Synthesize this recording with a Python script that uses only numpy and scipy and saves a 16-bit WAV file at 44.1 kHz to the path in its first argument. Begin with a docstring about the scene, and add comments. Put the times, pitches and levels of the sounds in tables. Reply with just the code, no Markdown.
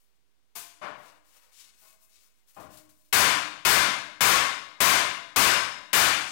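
"""Faint shop hiss and a brush of gloves, then a curved steel sheet clanks onto a steel welding table.
Gloves slide the sheet, the mallet is picked up, the sheet rocks and ticks, six even mallet blows fall,
and a last rub follows. Each hit is a wash of dense steel modes plus the ring of the table top; light
knocks also ring the loose sheet. One microphone feeds the left input, which the blows overload;
the right input is unplugged and carries hiss and a trace of crosstalk."""
import sys
import numpy as np
from scipy import signal
from scipy.fft import rfft, irfft, next_fast_len
from scipy.io import wavfile
from scipy.ndimage import uniform_filter1d

SR = 44100
rng = np.random.default_rng(int(sys.argv[2]) if len(sys.argv) > 2 else 0)


def inscribe(sig):
    """Save sig as 16-bit PCM at rate SR to the path in sys.argv[1].

    A 1-D sig is mono; a 2-D sig holds one channel per row.
    Samples are clipped to [-1, 1] before scaling.
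    """
    pcm = np.round(np.clip(np.atleast_2d(sig).T, -1, 1) * 32767)
    wavfile.write(sys.argv[1], SR, pcm.astype(np.int16))


N = 278271
TIME = np.arange(N) / SR
EDGES = 30 * 2 ** np.arange(0, 9.4, 1 / 3)   # third-octave bands [Hz]
CENTRES = np.sqrt(EDGES[1:] * EDGES[:-1])


def amp(db):
    """Decibels to gain."""
    return 10 ** (np.asarray(db) / 20)


def rms_one(x):
    """Scales to rms 1."""
    return x / np.sqrt(np.mean(x ** 2) + 1e-20)


def at_hz(curve, hz):
    """Reads a curve on a log-frequency axis."""
    freqs, values = np.array(curve).T
    return np.interp(np.log(hz), np.log(freqs), values)


def colour_db(hz, bass_db, treble_db):
    """Tilt EQ in dB per octave: one slope below 1 kHz, another above."""
    octaves = np.log2(hz / 1000)
    return bass_db * np.minimum(octaves, 0) + treble_db * np.maximum(octaves, 0)


def noise_bands(spectrum, peaky_db=0, width_hz=20):
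    """Third-octave noise bands shaped to a spectrum, total power 1; narrow peaks act as crowded modes."""
    size = next_fast_len(N)
    bins = int(width_hz * size / SR) + 1
    peaks = uniform_filter1d(uniform_filter1d(rng.standard_normal(size // 2 + 1), bins), bins)
    ripple = amp(2 * peaky_db * np.tanh(rms_one(peaks) / 2))
    noises = irfft(rfft(rng.standard_normal((2, size))) * ripple, size)[:, :N]
    bands = []
    for k, edges in enumerate(zip(EDGES, EDGES[1:])):
        bandpass = signal.butter(2, edges, "band", fs=SR, output="sos")
        bands.append(rms_one(signal.sosfilt(bandpass, noises[k % 2])))   # neighbours stay unrelated
    gains = amp(at_hz(spectrum, CENTRES)) * np.sqrt(CENTRES)
    return np.array(bands) * gains[:, None] / np.linalg.norm(gains)


def ring(force, hz, t60):
    """Resonator: a unit click sets a sine of height 1 ringing."""
    r, w = amp(-60 / (t60 * SR)), 2 * np.pi * hz / SR
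    return signal.lfilter([0, np.sin(w)], [1, -2 * r * np.cos(w), r * r], force + 1e-18)


def fade(x, t60):
    """One-pole tail that loses 60 dB in t60 seconds."""
    return signal.lfilter([1], [1, -amp(-60 / (t60 * SR))], x + 1e-18)


# Noise bed of shop and preamp: (frequency [Hz], relative density [dB])
SHOP_SPECTRUM = [(18, -40), (30, -4), (212, -11), (255, -11), (432, -12), (506, -5), (547, -16),
                 (3380, -18), (16500, -29)]
def shop_tone():
    """The quiet shop and the preamp lay a steady hiss under everything."""
    return amp(-78.5) * noise_bands(SHOP_SPECTRUM).sum(axis=0)


# Tone of rubbing, also heard in the edge ticks: (frequency [Hz], relative density [dB])
RUB_SPECTRUM = [(290, -67), (500, -31), (554, -13), (680, -22), (872, -12), (2260, -6), (8800, -2),
                (15100, -4), (16500, -5)]
# Glove and sheet moves: (peak time [s], build-up [s], level [dB], brightness [dB/octave],
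# focus around 4.5 kHz [dB/octave squared])
GLOVE_STROKES = [(0.002, 0.0024, -76, 0.5, -1), (0.154, 0.045, -91, -1.5, 4),
                 (1.065, 0.13, -62, -5.5, -0.5), (1.37, 0.15, -64, -3, -0.5), (1.435, 0.027, -71.5, -3, -1),
                 (1.61, 0.094, -53, -1, 3), (1.85, 0.11, -64.5, 0.1, -2), (1.89, 0.03, -66, 3, 2),
                 (2.035, 0.035, -69.5, 5, 0.5), (2.16, 0.074, -62.5, -2, 4), (2.235, 0.055, -71.5, 0.5, -1),
                 (2.39, 0.056, -81, -3, -3), (2.5, 0.038, -69.5, 0.5, -5), (2.61, 0.06, -64.5, -5.5, -3.5),
                 (2.76, 0.072, -62.5, -0.5, 0), (3.06, 0.17, -73.5, 1.5, 0), (6.33, 0.32, -41.5, 1, 11)]
def glove_strokes(bands):
    """Gritty friction swells, dulls and dies away. Returns the rustle and its envelope."""
    release_db_per_s, dulling_db_per_octave_s = 121, 17
    octaves = np.log2(CENTRES[:, None] / 6000)
    grains = (rng.random(N) < 300 / SR) * rng.random(N)   # about 300 a second
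    grit = 1 + 0.36 * fade(grains, t60=0.071)
    rustle, friction = np.zeros(N), np.zeros(N)
    for peak, build, level_db, bright_db, focus_db in GLOVE_STROKES:
        span = slice(max(int((peak - build) * SR), 0), int(peak * SR) + SR // 3)
        age = TIME[span] - peak
        swell = np.clip(1 + age / build, 0, 1) ** 1.1
        envelope = grit[span] * swell * amp(level_db - release_db_per_s * np.maximum(age, 0))
        tilt_db = bright_db - dulling_db_per_octave_s * np.clip(age, -0.1, 0.1)
        skirt_db = max(focus_db, -1) * np.log2(CENTRES[:, None] / 4500) ** 2
        rustle[span] += envelope * np.sum(amp(tilt_db * octaves - skirt_db) * bands[:, span], axis=0)
        friction[span] += envelope
    return rustle, friction


# Handling knocks, from the sheet's edge landing to the mallet being set on it: (time [s], level [dB],
# bass slope [dB/octave], treble slope [dB/octave], attack [s], table ring send [dB],
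# ring's lean to the bass [dB/octave], sheet pitch [Hz], sheet ring level [dB], sheet decay [x t60])
LIGHT_KNOCKS = [(0.5518, -52.5, 2.5, 7, 0.0054, -8, 8, 684, -61.5, 0.76),
                (.8130, -29.5, -1.5, -7, 0.022, -17, 2, 598, -48, 0.52),
                (1.816, -72, 18, -2, 0.016, -4.5, -1, 645, -73, 1.24),
                (2.564, -40.5, -7, -15, 0.01, -13.5, 2.5, 620, -53.5, 0.78)]
# Modes of the loose sheet: (frequency [x sheet pitch], level [dB], t60 [s])
SHEET_MODES = [(1, 1.5, 0.91), (1.269, -1.5, 0.62), (1.659, -4, 0.58), (1.991, -19, .7), (3.049, -22, .7),
               (4.02, -13, 0.46)]
def sheet_ring():
    """Each light knock rings the sheet at the pitch of its present bend; paired modes beat."""
    split_hz, partner_db = 10.7, -1
    out = np.zeros(N)
    for start, *_, pitch_hz, level_db, decay_scale in LIGHT_KNOCKS:
        age = np.maximum(TIME - start, 0)
        blurred_contact = rng.standard_normal(N) * (age > 0) * amp(-60 * age / 0.42)
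        push = amp(level_db) * blurred_contact / np.sqrt(0.021 * SR)
        for ratio, mode_db, t60 in SHEET_MODES:
            mode = ring(push, pitch_hz * ratio, t60 * decay_scale)
            partner = ring(push, pitch_hz * ratio + split_hz, t60 * decay_scale)
            out += amp(mode_db) * (mode + amp(partner_db) * partner)
    return out


# Wash of sheet, table and shop: (frequency [Hz], relative density [dB])
WASH_SPECTRUM = [(24, -33), (40, -31.5), (233, -13.5), (510, -15.5), (608, -4.5), (823, -6.5), (1090, 0.5),
                 (1260, 0.5), (2140, -3), (2310, -4), (4920, -11.5), (8360, -14), (14900, -18),
                 (16500, -78)]
# Tail of the wash: (frequency [Hz], t60 [s])
WASH_DECAY = [(60, 1), (250, 0.65), (1000, 0.63), (3000, 0.67), (8000, 0.53), (16000, 0.28)]
def steel_wash(hits):
    """Modes too dense to tell apart: noise that swells as the walls answer and dies band by band."""
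    bands = noise_bands(WASH_SPECTRUM, peaky_db=3.0, width_hz=20.6)
    out = np.zeros(N)
    for start, level_db, bass_db, treble_db, attack, *_ in hits:
        first = int(start * SR)
        age = TIME[:min(SR, N - first)]
        span = slice(first, first + len(age))
        gains = amp(level_db + colour_db(CENTRES, bass_db, treble_db))
        for hz, gain, band in zip(CENTRES, gains, bands):
            rise = 1 - np.exp(-age / (attack + 4.2 / hz))   # lows need some cycles to start
            out[span] += gain * rise * amp(-60 * age / at_hz(WASH_DECAY, hz)) * band[span]
    return out


# Mode clusters of the table top: (frequency [Hz], level [dB], t60 [s])
TABLE_MODES = [(167, -52, 0.85), (305.4, -17, 1.04), (440.4, -10, 0.42), (612.6, -14, 0.93),
               (678, -10.5, 0.79), (836, -6.5, 0.33), (1014.8, -4, 0.76), (1047, 2.5, 0.45),
               (1103, 0, 0.71), (1187, 4, 0.32), (1233, -5, 0.77), (1282, -2, 0.42), (1478, 0.5, 0.51),
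               (1544, -6.5, 0.78), (1631, -11.5, 1.02), (1816, -12.5, 0.82), (2117, -5, 0.89),
               (2215, 1.5, 0.35), (2390, -6.5, 0.19), (2570, 2.5, 0.5), (2805, -6, 0.69), (2980, -9, 0.23),
               (3276, -24, 0.18), (3440, -11, 0.77), (3797, -18.5, 1.15), (4260, -9.5, 0.74),
               (5140, -11, 0.78), (6510, -10, 0.67), (7950, -6, 0.5)]
def table_ring(hits, friction):
    """Clusters of close, beating modes: each hit rings them in its own mix, and rubbing makes them sing."""
    rub_send_db, cluster_width = -28, 0.011   # width as a share of the pitch
    scatter_db = rng.normal(0, 2.6, (len(hits), len(TABLE_MODES)))
    noise = rng.standard_normal(N)
    out = np.zeros(N)
    for k, (hz, mode_db, t60) in enumerate(TABLE_MODES):
        rub = friction * amp(rub_send_db + colour_db(hz, bass_db=-0.5, treble_db=5.3))
        envelope = fade(rub / (0.13 * SR), t60)
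        for hit, own_db in zip(hits, scatter_db[:, k]):
            start, level_db, bass_db, treble_db, attack, send_db, lean_db = hit
            first = int(start * SR)
            age = TIME[:min(SR * 3 // 2, N - first)]
            tone_db = colour_db(hz, bass_db - lean_db, treble_db - lean_db)
            shape = (1 - np.exp(-age / attack)) * amp(-60 * age / t60)
            envelope[first:first + len(age)] += amp(level_db + send_db + own_db + tone_db) * shape
        cluster = rms_one(ring(noise, hz, t60=np.log(1000) / (np.pi * cluster_width * hz)))
        out += amp(mode_db) * envelope * cluster
    return out


# Ticks of the sheet's edge: (time [s], level [dB])
EDGE_TICKS = [(2.4753, -76), (2.5461, -65), (2.5995, -63), (2.7077, -67), (2.771, -54.5), (2.8918, -62)]
def edge_ticks(bands):
    """The edge taps the table: bright noise with an instant attack and a short tail."""
    clicks = np.zeros(N)
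    for start, level_db in EDGE_TICKS:
        clicks[int(start * SR)] = amp(level_db)
    return fade(clicks, t60=0.21) * bands.sum(axis=0)


# Mallet on the sheet: (time [s], level [dB], bass slope [dB/octave], table ring send [dB])
MALLET_BLOWS = [(3.1263, -5.5, -0.5, -19), (3.6500, -5, 0, -17), (4.2067, -5, 5, -16),
                (4.8034, -5.5, 2.8, -17.5), (5.3600, -6, 3, -14.5), (5.9300, -6, -0.5, -26)]
def mallet_blows():
    """Six hard hits to drive the wash and the table, all with the same attack and treble slope."""
    attack_s, treble_db, lean_db = 0.006, 1.32, 0.8   # slopes per octave
    return [(start, level_db, bass_db, treble_db, attack_s, send_db, lean_db)
            for start, level_db, bass_db, send_db in MALLET_BLOWS]


def scene():
    """One microphone, deaf to the deep bass, on the left input; nothing on the right."""
    rub_bands = noise_bands(RUB_SPECTRUM, peaky_db=3.5, width_hz=22)
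    rustle, friction = glove_strokes(rub_bands)
    bed = shop_tone()
    hits = mallet_blows() + [knock[:7] for knock in LIGHT_KNOCKS]
    steel = steel_wash(hits) + table_ring(hits, friction) + sheet_ring() + edge_ticks(rub_bands)
    low_cut = signal.butter(2, 90, "high", fs=SR, output="sos")
    return np.array([bed + signal.sosfilt(low_cut, rustle + steel), np.zeros(N)])


# Hiss of the unplugged input: (frequency [Hz], relative density [dB])
IDLE_SPECTRUM = [(30, -11), (300, 2.5), (1500, -2), (6000, -5), (11500, -5.5), (13000, -21), (16500, -1.5)]
# Standing voltage of each converter, left then right: (offset [full scale])
DC_OFFSETS = [
    [-0.000082],
    [0.00069],
]
def record(dry):
    """The preamp doubles and clips hard; while it clips, the idle input's hiss rises."""
    clip_knee, idle_db, leak_db, crosstalk_db = 0.21, -79, -68.5, -68
    hot = 2 * dry[0]
    clipped = hot / (1 + np.abs(hot / clip_knee) ** 6.7) ** (1 / 6.2)
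    left = signal.lfilter([1, -1], [1, -np.exp(-2 * np.pi * 30 / SR)], clipped)   # coupling capacitor
    overload = uniform_filter1d((np.abs(hot) > 1.5 * clip_knee) * 1., size=400)
    hiss = noise_bands(IDLE_SPECTRUM).sum(axis=0) * (amp(idle_db) + amp(leak_db) * overload ** 0.78)
    right = hiss + amp(crosstalk_db) * np.roll(left, shift=34)   # a trace crosses over, late
    high_cut = signal.ellip(12, .5, 75, 15900, fs=SR, output="sos")
    return signal.sosfilt(high_cut, np.array([left, right]) + DC_OFFSETS)


dry = scene()
out = record(dry)
inscribe(out)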